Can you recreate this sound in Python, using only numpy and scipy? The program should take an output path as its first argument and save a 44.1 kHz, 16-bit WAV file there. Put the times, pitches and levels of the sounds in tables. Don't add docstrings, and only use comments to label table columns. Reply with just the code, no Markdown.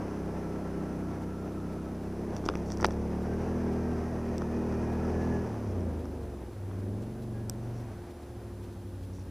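import sys
import numpy as np
from scipy import signal
from scipy.fft import irfft, next_fast_len
from scipy.io import wavfile
from scipy.ndimage import uniform_filter1d

SR = 44100
rng = np.random.default_rng(int(sys.argv[2]) if len(sys.argv) > 2 else 0)


def output_pcm(signal):
    pcm = np.clip(np.atleast_2d(signal).T, -1, 1) * 32767
    wavfile.write(sys.argv[1], SR, np.round(pcm).astype(np.int16))


def gain_from_decibels(decibels):
    exponent = np.asarray(decibels, float) / 20
    return 10 ** exponent


N = 410130
STEP = 16
TIME = np.arange(N) / SR
BLOW = 1500

# (t/s, f/Hz)
SPEED = [(0, 33.4), (1.1, 32.1), (2, 32.5), (2.8, 35), (3.15, 36.9), (3.5, 40.6), (4.3, 39.3), (4.9, 39.3),
         (5.2, 41), (5.4, 40.55), (5.9, 26.6), (6.6, 19.2), (6.9, 20.1), (7.15, 24.5), (7.77, 23.6),
         (8.15, 15.7), (8.5, 12.6), (9.3, 11.35)]


def evened(x):
    return x / np.sqrt(np.mean(abs(x) ** 2) + 1e-20)


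def read(points, hz):
    f, value = np.transpose(points)
    return np.interp(np.log(hz + 1), np.log(f + 1), value)


def play(rows, t):
    s, *columns = np.transpose(rows)
    return [np.interp(t, s, c) for c in columns]


def wandering(t, per_unit=1):
    return np.interp(t, np.arange(1000) / per_unit, rng.standard_normal(1000))


def noise(colour):
    size = next_fast_len(N)
    hz = np.fft.rfftfreq(size, 1 / SR)
    top_hz = min(colour[-1][0], 15330)
    inside = (hz > colour[0][0]) & (hz < top_hz)
    a, b = rng.standard_normal((2, len(hz)))
    return evened(irfft((a + 1j * b) * gain_from_decibels(read(colour, hz)) * inside, size)[:N])


def converter_hiss():
    # (f/Hz, level/dB per Hz)
    hiss_colour = [(300, -14.5), (2000, -2), (4000, 1), (9000, 0.5), (12000, 1.5), (16500, -2)]
    return gain_from_decibels(-69.5) * np.array([noise(hiss_colour), noise(hiss_colour)])


def preamp_hiss():
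    # (t/s, level/dB)
    card_writes = [(.52, -79), (1.22, -70), (1.52, -74), (1.72, -71), (2.02, -74), (3.22, -70), (3.72, -70),
                   (4.92, -70), (5.22, -76), (5.991, -73), (6.22, -72), (6.52, -77), (6.79, -76),
                   (7.02, -71), (7.22, -71), (7.52, -81), (7.8, -71), (8.1, -71), (8.22, -71), (8.63, -70),
                   (8.72, -75), (9.031, -70)]
    t = TIME[::STEP]
    bursts = sum(gain_from_decibels(db) * np.exp(-((t - s - .01) / 0.012) ** 4) for s, db in card_writes)
    level = gain_from_decibels(-67) + np.interp(TIME, t, bursts)
    colour = [(1500, -1.5), (3500, 3.5), (6000, -1.5), (9000, -3.0), (12000, -7.0), (16500, -7)]
    return level * noise(colour)


def electronic_whine():
    whine_hz, whine_db, frame_hz, frame_db = 10519, -76, 59.94, -22
    t = TIME[::STEP]
    frames = sum(2 * gain_from_decibels(frame_db) * np.cos(2 * np.pi * k * (frame_hz * t + k / 7)) for k in range(1, 7))
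    swing = 1 + np.interp(TIME, t, frames)
    return np.sqrt(2) * gain_from_decibels(whine_db) * swing * np.sin(2 * np.pi * whine_hz * TIME)


def tones(rows, waver, flutter_db, per_s):
    out = np.zeros(N)
    fade_s, swell_db = .1, 2
    for start, end, first_hz, last_hz, db in rows:
        span = slice(max(round((start - fade_s) * SR), 0), round((end + fade_s) * SR))
        t = TIME[span]
        fade = np.interp(t, [start - fade_s, start, end, end + fade_s], [0, 1, 1, 0])
        hz = np.interp(t, [start, end], [first_hz, last_hz]) * (1 + waver * wandering(t, per_s))
        arch_db = -swell_db * (2 * (t - start) / (end - start) - 1) ** 2
        level = np.sqrt(2) * gain_from_decibels(db + arch_db + flutter_db * wandering(t, per_s))
        out[span] += level * fade * np.sin(2 * np.pi * np.cumsum(hz) / SR)
    return out


def hums():
    # (start t/s, end t/s, first f/Hz, last f/Hz, level/dB)
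    hum_rows = [
        (4.3, 5.8, 354, 356, -55.5),
        (6, 6.5, 356, 354, -49),
        (6.6, 7.75, 353, 353, -53.5),
        (7.8, 8.9, 352, 352, -49.5),
        (9, 9.4, 352, 352, -57),
        (8.2, 8.8, 268, 272, -59),
        (8.85, 9.4, 276, 284, -54.5),
    ]
    return tones(hum_rows, waver=0.0024, flutter_db=0.46, per_s=40)


def buzzes():
    # (start t/s, end t/s, first f/Hz, last f/Hz, level/dB)
    buzz_rows = [(0, 0.18, 1344, 1340, -65), (.38, 0.68, 1340, 1330, -63), (.75, 1.1, 1314, 1314, -65),
                 (1.25, 1.6, 1355, 1380, -67), (1.3, 1.9, 1280, 1296, -62), (2.9, 3, 855, 863, -55.5),
                 (3.4, 4.9, 1312, 1320, -63.5), (5, 5.1, 1330, 1340, -58.5), (4.11, 4.14, 694, 675, -45),
                 (4.32, 4.34, 660, 673, -48), (8, 9.3, 520, 543, -64), (0, 1.8, 1325, 1360, -62.5),
                 (1.03, 1.08, 1323, 1335, -57), (3.7, 4.9, 1880, 1880, -66), (4.2, 5.15, 2480, 2430, -74),
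                 (7.9, 8.4, 720, 724, -65.5)]
    return tones(buzz_rows, waver=.018, flutter_db=4, per_s=70)


def whines():
    # (start t/s, end t/s, first f/Hz, last f/Hz, level/dB)
    whine_rows = [(3.25, 3.37, 1555, 1565, -61), (3.42, 3.55, 1605, 1635, -63),
                  (3.62, 3.97, 1605, 1572, -60), (4.02, 4.1, 1575, 1620, -63), (4.8, 5.1, 1640, 1705, -61),
                  (5.15, 5.4, 1718, 1700, -57), (3.6, 3.85, 2400, 2390, -72), (4.24, 4.35, 2420, 2500, -70),
                  (4.45, 5.1, 2530, 2490, -71), (4.75, 4.95, 2400, 2410, -65.5),
                  (4.45, 4.75, 1730, 1725, -65), (3.45, 3.6, 1710, 1715, -65),
                  (7.36, 7.43, 1640, 1670, -66), (3.75, 5.45, 1850, 1875, -70)]
    return gain_from_decibels(0.5) * tones(whine_rows, waver=.0045, flutter_db=2.4, per_s=30)


def ring(modes, detune, rise):
    t = np.arange(BLOW) / SR
    x = np.zeros(BLOW)
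    for (hz, db, t60), d in zip(modes, detune):
        x += gain_from_decibels(db - 60 * t / t60) * np.sin(2 * np.pi * hz * (1 + 0.025 * d) * t)
    x = x * (1 - np.exp(-(t / rise) ** 2))
    return x / abs(x).max()


def rubs():
    # (t/s, length/s, level/dB)
    rub_rows = [(2.358, 0.032, -58), (2.448, 0.024, -50), (2.567, 0.042, -71), (2.652, 0.075, -61),
                (2.704, 0.05, -58), (2.775, .03, -63), (2.807, 0.014, -54), (2.91, 0.021, -57),
                (4.392, .04, -72), (5.66, 0.063, -67), (7.62, .08, -74), (7.723, .09, -69),
                (9.126, 0.108, -67)]
    t = TIME[::STEP]
    stroke = 0
    for s, length, db in rub_rows:
        stroke = stroke + gain_from_decibels(db) * np.clip(np.minimum(t - s, s + length - t) / 0.0098, 0, 1)
    smooth = uniform_filter1d(uniform_filter1d(rng.standard_normal(N), size=70), size=30)
    grit = gain_from_decibels(2.6 * evened(smooth))
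    colour = [(4300, -4), (5100, -8), (5650, 4), (6200, -4), (8200, -15), (9500, -19)]
    return np.interp(TIME, t, stroke) * evened(grit * noise(colour))


def clacks():
    # (peak level/dB, modes (f/Hz, level/dB, t60/s))
    clack_spots = [
        (-23, [(-2370, -1, .008), (2815, -1, .009), (-3550, 0, .009), (4950, 1, .008), (-5400, 0, .008)]),
        (-19, [(2730, -8, .007), (-3300, -1, .009), (3670, 0, .009), (-4650, 2, .009), (5190, -3, .008), (-5790, 0, .009), (7700, -6, .007), (-11700, -11, .003)]),
        (-21, [(-2200, 0, .009), (2800, 1, .007), (-3900, -2, .012), (4600, -1, .007), (-5300, -1, .007), (5900, 0, .008)]),
        (-26, [(7900, 0, .004), (-8600, -5, .004), (11800, -9, .003), (-13500, -9, .003)]),
        (-42, [(7700, 0, .008), (-5600, -2, .008)]),
        (-40, [(7900, 0, .004)]),
        (-21, [(1450, 0, .005), (1900, -5, .004)]),
        (-42, [(9500, 0, .005)]),
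        (-33, [(2500, 0, .007), (-2000, -2, .007)]),
    ]
    clack_times = [2.4877, 2.8457, 2.8541, 7.4968, 2.8095, 4.381, 2.8438, 2.865, 2.5539]
    out = np.zeros(N + BLOW)
    for s, (db, modes) in zip(clack_times, clack_spots):
        out[round(s * SR):][:BLOW] += gain_from_decibels(db) * ring(modes, np.zeros(len(modes)), 0.0002)
    return out[:N]


def twigs():
    # (t/s, thud level/dB, knock level/dB, crack level/dB, tick level/dB)
    flank = [(2.339, -43, -52, -55, -47), (2.349, -50, -52, -55, -46), (2.3657, -47, -44, -44, -33.5),
             (2.44, -29, -39, -52, -52), (2.455, -35, -52, -48, -36), (2.4622, -20, -38, -44, -35),
             (2.4885, -28, -14.5, -50, -50), (2.4987, -20, -42, -42, -42), (2.5385, -36, -34, -52, -51),
             (2.5539, -24, -35, -45, -37), (2.572, -50, -50, -57, -46), (1.601, -43, -44, -55, -64),
             (2.125, -40, -46, -54, -60), (3.9155, -38, -38, -55, -65), (4.381, -47, -50, -44, -33),
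             (4.4196, -48, -28.5, -53, -43), (5.543, -48, -41, -58, -62), (5.807, -50, -47, -57, -49),
             (5.914, -38, -47, -60, -65), (6.055, -43, -38.5, -56, -45), (6.713, -40, -41, -58, -65),
             (7.497, -43, -42, -42, -24.5)]
    # (t/s, thud level/dB, knock level/dB, crack level/dB, tick level/dB)
    lid = [(2.703, -36, -36, -45, -38), (2.720, -29, -35, -48, -29.5), (2.7725, -46, -48, -53, -35),
           (2.8013, -44, -29.5, -49, -55), (2.809, -55, -48, -55, -36), (2.8113, -45, -45, -55, -36),
           (2.8192, -31, -33, -50, -34), (2.828, -19, -24, -47, -34), (2.844, -32, -45, -50, -55),
           (2.8455, -22, -7, -26, -41), (2.8536, -17, -24, -50, -50), (2.865, -39, -49, -60, -30),
           (2.886, -20, -32, -57, -54), (2.9076, -41, -33, -42, -39)]
    # (f/Hz, level/dB, t60/s)
    flank_modes = [(-900, 2, 0.0021), (1270, 3, 0.0043), (-1550, -4.5, 0.0045)]
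    # (f/Hz, level/dB, t60/s)
    lid_modes = [(880, 0, .010), (-1390, -2, .009), (-1800, -4, .009)]
    # (f/Hz, level/dB, t60/s)
    thud_modes = [(-107, -6, 0.011), (-360, 0, 0.02)]
    # (f/Hz, level/dB, t60/s)
    crack_modes = [(2250, -9, .008), (-2750, -4, .006), (-3350, 0, .007), (3750, -4, .005)]
    # (f/Hz, level/dB, t60/s)
    tick_modes = [(3600, -10, .003), (4900, 6, .004), (-5750, 12, .005), (-8150, -1, .004)]
    # (f/Hz, level/dB, t60/s)
    snap_modes = [(9200, -15, .003), (-12000, 2, 0.0022), (-14400, -4, .003), (15600, -11, .003)]
    out = np.zeros(N + BLOW)
    rattle = noise([(500, 2), (1100, -13), (1900, 0), (2300, -7), (3400, -3), (4200, -9), (5000, -3),
                    (7000, -22), (10000, -20)])
    rattle_fade = np.exp(-np.arange(BLOW) / SR / 0.0022)
    rows = [(*row, flank_modes) for row in flank] + [(*row, lid_modes) for row in lid]
    chances = rng.uniform(-1, 1, (len(rows), 18))
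    for (s, thud_db, knock_db, crack_db, tick_db, modes), chance in zip(rows, chances):
        start = round(s * SR)
        snap_db = tick_db - 20.0 + 0.43 * (tick_db - knock_db)
        blow = gain_from_decibels(thud_db) * ring(thud_modes, chance[16:], 0.0004)
        blow += gain_from_decibels(knock_db) * ring(modes, chance, 0.00027)
        blow += gain_from_decibels(crack_db) * ring(crack_modes, chance[12:], 0.00013)
        blow += gain_from_decibels(snap_db) * ring(snap_modes, chance[8:], 0.000078)
        blow += gain_from_decibels(tick_db) * ring(tick_modes, chance[4:], 0.00028)
        blow += gain_from_decibels(knock_db - 21) * rattle[start:][:BLOW] * rattle_fade
        out[start:][:BLOW] += blow
    return out[:N]


def speed(t):
    # (t/s, speed change f/Hz, half length/s)
    speed_swings = [(0, -.6, .05), (.6, .45, .25), (.92, .25, .08), (1.1, -.3, .07), (1.8, .25, .2), (2, -.3, .05),
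                    (2.2, 2.3, .09), (2.4, -1.2, .07), (2.54, 1.2, .07), (2.72, -.7, .06), (2.92, 1.2, .09),
                    (3.12, -.4, .05), (3.37, .5, .1), (3.7, -.4, .06), (4, -.6, .06), (4.1, .8, .06),
                    (6.15, .9, .25), (7.43, -1.6, .17), (7.84, 1.1, .05), (7.92, -1, .04), (8.04, 1.1, .05),
                    (8.3, -.4, .1)]
    return play(SPEED, t)[0] + sum(hz * np.exp(-((t - s) / half) ** 2) for s, hz, half in speed_swings)


def crank():
    jolts = .15 * wandering(TIME, 12)
    hz = np.interp(TIME, TIME[::STEP], speed(TIME[::STEP]))
    return .75 + np.cumsum(hz + jolts) / SR


def roar(turns):
    # (t/s, level/dB against full pull)
    load_rows = [(0, -1), (.6, -2), (1.06, -3), (1.76, -5), (2.02, -5), (2.33, -2.5), (2.56, -3), (3, -2.5),
                 (3.47, 0), (4.35, -1), (5.28, 1.5), (5.49, -0.5), (5.75, -3.5), (6.47, -9.5), (7.46, -9),
                 (7.85, -6), (8.3, -10.5), (9.3, -12.5)]
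    # (f/Hz, level/dB per Hz)
    roar_colour = [(12, -22), (35, -13), (70, -7), (130, -6), (250, -4), (400, -3), (500, -7), (860, -10.5),
                   (1200, -19), (1700, -40)]
    # (f/Hz, level/dB per Hz)
    clatter_colour = [(530, -37), (900, -9.5), (1470, -5), (1650, -6), (2180, -12.5), (2460, -13),
                      (3020, -20.5), (4200, -34), (5460, -58), (9240, -120)]
    # (f/Hz, level/dB per Hz)
    case_ring = [(3300, -29), (4200, -12), (5000, -4), (5450, -4), (6150, -2), (6600, -10), (7200, -17),
                 (10000, -17.5)]
    load = play(load_rows, TIME)[0] + 1.07 * wandering(turns)
    slowing = play(SPEED, TIME)[0] - 40
    puff = np.exp(-(turns % 1) / 0.81) + np.exp(-((turns - 3 / 8) % 1) / 0.13)
    puff = uniform_filter1d(puff, size=40)
    out = np.zeros(N)
    for db, slope, per_hz, colour, depth in [(-39.5, 0.99, 0.081, roar_colour, 0.31),
                                             (-54, 1, -0.021, clatter_colour, 0.29),
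                                             (-64, 0.93, 0.16, case_ring, 0.59)]:
        out += gain_from_decibels(db + slope * load + per_hz * slowing) * noise(colour) * evened(1 + depth * puff)
    return out


def causal(colour):
    log_gain = np.log(gain_from_decibels(read(colour, abs(np.fft.fftfreq(4096, 1 / 4096)))))
    return np.exp(np.conj(signal.hilbert(log_gain)))


def exhaust(turns):
    # (t/s, 0 cruise 1 pull 2 coast 3 blip 4 idle)
    state_rows = [(0, 0), (2, 0), (3.15, .15), (3.5, 1), (5.42, 1), (5.54, 2), (6.48, 2), (6.66, 3),
                  (7.85, 3), (7.97, 2.55), (8.15, 2.45), (8.36, 4), (9.3, 4)]
    # (t/s, exhaust level/dB at the pipe's main resonance, intake bark level/dB on the upper orders)
    exhaust_rows = [(0, -37.5, 0), (.35, -35.5, -2), (1.9, -37, -2.5), (2.6, -32.5, -5), (2.98, -30.5, -5),
                    (3.6, -30.5, 0), (4.2, -33.5, -0.5), (5.1, -30, -0.5), (5.4, -29.5, -1.5),
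                    (5.52, -42, 1.5), (5.76, -38.5, 0), (6, -41, 0), (6.57, -50, -4.5), (6.9, -46.5, 4.5),
                    (7.8, -45.5, -2.5), (8.03, -50.5, -4.5), (8.2, -57, -0.5), (9.3, -58, 0.5)]
    # (f/Hz, level/dB)
    pipe_colour = [(20.0, -37), (40.0, -5), (62.0, -2.5), (80.0, -0.5), (97.0, -0.5), (120.0, -8),
                   (150.0, -16), (190.0, -9.5), (235.0, -9), (290.0, -15), (340.0, -16.5), (400.0, -16.5),
                   (520.0, -21.5), (1000.0, -39.5)]
    # (order, level/dB in cruise, pull, coast, blip, idle)
    order_trim = [(1, -4.5, -9, -1, -2, 5), (2, -9.5, -8, -5.5, -3.5, 5), (3, -14, -8, 0, -10, -4),
                  (4, 5, 14.5, 7, 17, 9), (5, 2, -2.5, -3.5, 7.5, 4), (6, 2, 1, 1.5, 0.5, -1),
                  (7, 2, -5, 6, 5, 0), (8, -5, -2, -2, -5, 9), (9, 8.5, 6, 5.5, 10, 11),
                  (10, 6, 3, 0, 1.5, -5), (11, -4, -3.5, -2, 0.5, -2), (12, 16.5, 9, 18.5, 20, 3),
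                  (13, -0.5, -5.5, -1.5, -15, 2), (14, -8, -4.5, -2.5, 3, 0), (15, 7, -2, 5, 9.5, 1),
                  (16, -6.5, -3, -3.5, -5, 6)]
    second_cylinder = [.75, .75, .8, .9, 1.25]
    roughness = [1.5, 1.4, 4, 1.1, 1]
    lateness = [.005, .005, .015, .002, .003]
    t, states = TIME[::STEP], np.arange(5)
    state = play(state_rows, t)[0]
    level_db, bark_db = play(exhaust_rows, t)
    order = np.arange(1, 49)[:, None]
    hz = np.minimum(order * speed(t), 2000)

    pipe = np.interp(hz, np.arange(4096), causal(pipe_colour)) * (hz < pipe_colour[-1][0])
    pipe[:len(order_trim)] *= gain_from_decibels(np.array([np.interp(state, states, row[1:]) for row in order_trim]))
    bumps = np.array([wandering(t, 7) for _ in order])
    upper = np.clip((hz - 130) / 60, 0, 1)
    pipe *= gain_from_decibels(np.minimum(.5 * order, 1.8) * bumps + bark_db * upper)

    twin = 1 + np.interp(state, states, second_cylinder) * np.exp(-2j * np.pi * order * 3 / 8)
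    late = .006 * np.maximum(hz - 130, 0) + .036 * order * rng.uniform(-1, 1, order.shape)
    twin *= np.exp(-2j * np.pi * late)

    cycle = turns[::STEP]
    drift = np.array([wandering(cycle) + 1j * wandering(cycle) for _ in order])
    smear = np.minimum(.025 + .012 * order, .24)
    rough = np.interp(state, states, roughness) * smear
    cycle = cycle + np.interp(state, states, lateness) * wandering(cycle)
    lines = (pipe * twin * (1 + rough * drift) * np.exp(2j * np.pi * order * cycle)).real.sum(0)
    pressure = -np.sqrt(2) * gain_from_decibels(level_db) * lines
    return signal.resample_poly(pressure, STEP, 1, window=("kaiser", 4 * np.pi))[:N]


def scene():
    turns = crank()
    mono = hums() + buzzes() + whines()
    mono += rubs() + clacks() + twigs()
    mono += roar(turns) + exhaust(turns)
    return np.array([mono, mono])


def low_pass(x):
    return signal.sosfilt(signal.butter(12, 15380, fs=SR, output="sos"), x)


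def record(dry):
    shared = preamp_hiss() + electronic_whine()
    return low_pass(dry + shared + converter_hiss())


dry = scene()
out = record(dry)
output_pcm(out)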